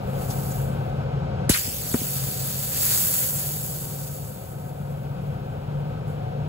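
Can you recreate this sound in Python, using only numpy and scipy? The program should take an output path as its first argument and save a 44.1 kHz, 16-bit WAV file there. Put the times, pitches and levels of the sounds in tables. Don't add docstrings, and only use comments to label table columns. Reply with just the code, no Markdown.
import sys
import numpy as np
from scipy import signal
from scipy.fft import rfft, irfft
from scipy.io import wavfile
from scipy.ndimage import uniform_filter1d, map_coordinates

SR = 44100
rng = np.random.default_rng(int(sys.argv[2]) if len(sys.argv) > 2 else 0)


def generate_wav(sig):
    pcm = np.round(np.clip(np.atleast_2d(sig).T, -1, 1) * 32767).astype(np.int16)
    wavfile.write(sys.argv[1], SR, pcm)


N = 285768
TIME_S, BIN_HZ = np.arange(N) / SR, np.fft.rfftfreq(N, 1 / SR)
BURST_S, FLYING_S, LANDS_S, SETTLED_S = 1.494, 1.53, 1.94, 2.19


def undb(db):
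    return 10 ** (np.asarray(db) / 20)


def over_time(table):
    time_s, *columns = np.transpose(table)
    return [np.interp(TIME_S, time_s, column) for column in columns]


def over_hz(table):
    hz, *columns = np.transpose(table)
    return [np.interp(np.log(np.maximum(BIN_HZ, 1)), np.log(hz), column) for column in columns]


def wander(per_s):
    hold = int(SR / per_s)
    steps = np.repeat(rng.standard_normal(N // hold + 1), hold)
    return 1.42 * uniform_filter1d(uniform_filter1d(steps, hold), hold)[:N]


def air_noise(spectrum, flicker_db, per_s):
    colour_db, = over_hz(spectrum)
    bins = rfft(rng.standard_normal((2, N))) * undb(colour_db)
    octave = np.log2(BIN_HZ + 1)
    out = 0
    for centre in np.arange(np.log2(spectrum[0][0]), np.log2(spectrum[-1][0]) + .5, .5):
        band = np.cos(np.pi * np.clip(octave - centre, -.5, .5)) ** 2
        out = out + irfft(bins * band, N) * undb(flicker_db * wander(per_s))
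    return out / np.sqrt(np.mean(out ** 2))


def swell(start_s, rise_s, t60_s):
    age = np.maximum(TIME_S - start_s, 0)
    envelope = (1 - np.exp(-age / rise_s)) ** 2 * 1000. ** (-age / t60_s)
    return age, envelope / envelope.max()


# pitch_hz, width_hz, level_db (against the fan's air)
CASING_MODES = [(523.6, 47, -11), (741.6, 4.6, -18), (923, 13, -22.5), (1285, 8.3, -26), (1529, 47, -26)]
def fan_casing():
    out = 0
    for hz, width_hz, db in CASING_MODES:
        ring = signal.lfilter(*signal.iirpeak(hz, hz / width_hz, fs=SR), rng.standard_normal((2, N)))
        out = out + undb(db) * ring / ring.std()
    return out


# frequency_hz, density_db
FAN_SPECTRUM = [(12, -68), (31, -50), (38, -13.5), (45, -19), (125, -5), (171, -9.5), (300, -25),
                (430, -20), (615, -22.5), (735, -19.5), (999, -33.5), (1500, -33.5), (1800, -46.5),
                (2440, -40.5), (4750, -51.5), (7530, -69), (9000, -87), (11700, -99), (19800, -120)]
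# time_s, pitch_hz, level_db (against the fan's air)
BLADE_TONE = [(0, 134.2, -4), (.6, 137.3, 1), (1.5, 138.1, 1), (1.53, 138.4, -37), (2.1, 139, -10),
              (2.2, 136, 4), (2.7, 134, -2), (3.0, 137.4, -13), (3.5, 143, 1), (4.2, 143.7, 1),
              (4.4, 142.5, -6), (4.62, 142.7, 0.5), (5.5, 145.3, 3), (5.8, 145.1, 3), (5.95, 145.3, -4.5),
              (6.48, 146, 1)]
# time_s, level_db
FAN_LEVEL = [(0, -28), (1.2, -28), (1.5, -27.5), (1.53, -38), (1.85, -34.5), (2.16, -34), (3.0, -34.5),
             (4.4, -36), (5.2, -32.5), (6.48, -31)]
def fan():
    blade_hz, blade_db = over_time(BLADE_TONE)
    waver = 1 + .2 * (wander(per_s=6) + 1j * wander(per_s=6))
    blade = (waver * np.exp(2j * np.pi * np.cumsum(blade_hz) / SR)).real
    level_db, = over_time(FAN_LEVEL)
    buffet_db = .4 * wander(per_s=40)
    rumble = air_noise(FAN_SPECTRUM, flicker_db=.5, per_s=30)
    return undb(level_db + buffet_db) * (rumble + undb(blade_db) * blade + fan_casing())


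# pitch_hz, level_db, t60_s, delay_s
BOX_MODES = [(150, -12, .05, .003), (236, -1, .045, .0031), (445, -9, .025, .0044), (650, 0, .03, 0),
             (950, -1, .025, 0), (1250, -3, .015, 0), (1550, -2, .015, 0), (1800, 0, .015, 0),
             (2400, -10, .01, 0)]
# start_s, level_db, tick_db (added to the undelayed modes)
CAN_STRIKES = [(1.674, -29, -20), (1.940, -11, -16), (2.013, -25, -22)]
def box_knocks():
    out = 0
    for start_s, strike_db, tick_db in CAN_STRIKES:
        for hz, mode_db, t60_s, delay_s in BOX_MODES:
            age, envelope = swell(start_s + delay_s, rise_s=.00084, t60_s=t60_s)
            db = strike_db + mode_db + (tick_db if delay_s == 0 else 0)
            out = out - undb(db) * envelope * np.sin(2 * np.pi * hz * age)
    return out


# start_s, first_pitch_hz, last_pitch_hz, glide_s, rise_s
PRESSURE_WAVE = (1.49425, 760, 42, .0045, .0035)
def burst_thump():
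    start_s, first_hz, last_hz, glide_s, rise_s = PRESSURE_WAVE
    age, envelope = swell(start_s, rise_s, t60_s=.048)
    turns = last_hz * age + (first_hz - last_hz) * glide_s * (1 - np.exp(-age / glide_s))
    return undb(-9.5) * envelope * np.sin(2 * np.pi * turns)


# start_s, level_db, centre_hz, width_hz, rise_s, t60_s
# Rows 3 to 8 are the burst, with the can ringing at 7500 and 10520 Hz; the row at 1.939 s is its clack.
SHORT_NOISES = [(0.298, -25.5, 7300, 6840, 0.014, 0.053), (.508, -31, 7414, 2500, .008, 0.055),
                (1.493, -6.5, 10800, 10100, 0.00051, 0.084), (1.494, -8.5, 1790, 2400, 0.00025, 0.019),
                (1.493, -10, 640, 395, 0.00078, 0.05), (1.495, -16, 7500, 1300, 0.00092, 0.28),
                (1.492, -11, 10520, 1010, 0.00062, 0.27), (1.495, -17, 3200, 4000, 0.0036, .3),
                (1.533, -15, 4400, 890, 0.0037, 0.049), (1.536, -16, 1920, 1050, 0.024, 0.073),
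                (1.538, -19, 9200, 3200, 0.0065, 0.21), (1.919, -21, 9200, 4000, 0.0088, 0.15),
                (1.939, -22, 1000, 1400, .002, .07), (6.06, -46.5, 10940, 7987, 0.017, 0.37)]
def spurts_ring_and_clack():
    out, size = np.zeros((2, N)), int(.4 * SR)
    for start_s, db, hz, width_hz, rise_s, t60_s in SHORT_NOISES:
        edges_hz = np.clip([hz - width_hz / 2, hz + width_hz / 2], 300, .45 * SR)
        band = signal.butter(2, edges_hz, "band", fs=SR, output="sos")
        noise = signal.sosfilt(band, rng.standard_normal((2, size)))
        _, envelope = swell(start_s, rise_s, t60_s)
        span = slice(int(start_s * SR), int(start_s * SR) + size)
        out[:, span] += undb(db) * envelope[span] * noise / (3 * noise.std())
    return out


def with_wall_reflection(hiss):
    detour_m = .12 + .03 * wander(per_s=40)
    sent_s = TIME_S - detour_m / 343
    share = .38 * np.interp(TIME_S, [BURST_S, FLYING_S, LANDS_S, SETTLED_S], [0, 1, 1, 0])
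    image = np.array([map_coordinates(side, [sent_s * SR], mode="nearest") for side in hiss])
    return (hiss + share * image) / np.sqrt(1 + share ** 2)


# frequency_hz, density_db
HISS_SPECTRUM = [(2940, -42), (5000, -19), (6500, -6), (7300, -1), (8200, 2), (9200, 2), (10000, 2.5),
                 (10900, -0.5), (12000, 4), (12900, 5), (13700, 1), (14600, 4), (15200, 2.5), (15700, 4.5),
                 (17500, 3)]
RUSH_SPECTRUM = [(250, -20), (600, -10), (1100, -7), (1500, -3.5), (2200, -6), (2900, -4), (3200, -6),
                 (3600, -1.5), (4000, -5), (4550, 2.5), (5200, -4), (6000, -2), (6800, -3), (8000, -30)]
# time_s, level_db
LEAK_LEVEL = [(0, -57), (.1, -48.5), (.22, -38.5), (.27, -39), (.31, -36.5), (.53, -37.5), (.61, -38.5),
              (.68, -46), (.82, -56), (1.1, -66), (1.49, -89)]
# time_s, level_db, rush_db (against the hiss)
VENT_FLOW = [(1.505, -24, -7), (1.53, -25, -6), (1.565, -25.5, -6), (1.61, -25.5, -10), (1.69, -28.5, -11),
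             (1.84, -29, -11.5), (1.95, -28, -11), (2.1, -27.5, -11.5), (2.4, -28.5, -12), (2.7, -26, -13),
             (2.76, -23.5, -12), (2.85, -20, -12.5), (2.92, -18.5, -13), (3.02, -19, -14.5),
             (3.2, -20, -16), (3.3, -23.5, -16), (3.54, -28, -15), (4.2, -37.5, -14), (4.6, -48, -12),
             (5.2, -57, -12), (6.48, -63, -12)]
def gas_jet():
    leak_db, = over_time(LEAK_LEVEL)
    vent_db, vent_rush_db = over_time(VENT_FLOW)
    level_db = np.where(TIME_S < BURST_S, leak_db, vent_db)
    rush_db = np.where(TIME_S < BURST_S, -12.5, vent_rush_db)
    hiss = air_noise(HISS_SPECTRUM, flicker_db=.7, per_s=30)
    rush = undb(rush_db) * air_noise(RUSH_SPECTRUM, flicker_db=.8, per_s=19)
    flutter_db = .25 * wander(per_s=15) + .5 * wander(per_s=90)
    spit_db = 1.5 * wander(per_s=2100)
    return with_wall_reflection((hiss + rush) * undb(level_db + flutter_db + spit_db))


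def scene():
    return gas_jet() + spurts_ring_and_clack() + burst_thump() + box_knocks() + fan()


# frequency_hz, likeness (0 to 1), left_over_right_db, right_lead_rad
MICROPHONE_PORTS = [(60, .99, 2.9, .3), (200, .985, 3, .45), (270, .88, 3, .45), (345, .55, 2.5, 1),
                    (500, .93, 3, 1.6), (700, .93, 2.5, 2.1), (880, .88, 3.5, 1.9), (1100, .3, 3, 1.5),
                    (1400, .65, 1.5, 1.5), (2200, .6, 2, 1.7), (2940, .35, 2.5, 1.7), (5700, .3, .3, 0),
                    (7000, .97, -.2, 0), (16000, .97, 0, 0)]
def record(dry):
    likeness, balance_db, lead_rad = over_hz(MICROPHONE_PORTS)
    split_hz, in_step_hz, top_hz, treble_lead_s = 3000, 11380, 15680, 10 / SR
    lead_turns = np.where(BIN_HZ < split_hz, lead_rad / (2 * np.pi), (BIN_HZ - in_step_hz) * treble_lead_s)
    left, other = rfft(dry)
    right = likeness * left * np.exp(2j * np.pi * lead_turns) + np.sqrt(1 - likeness ** 2) * other
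    tilt = undb(balance_db / 2)
    stereo = irfft(np.array([left * tilt, right / tilt]), N)
    return signal.sosfilt(signal.ellip(12, .2, 80, top_hz, fs=SR, output="sos"), stereo)


dry = scene()
out = record(dry)
generate_wav(out)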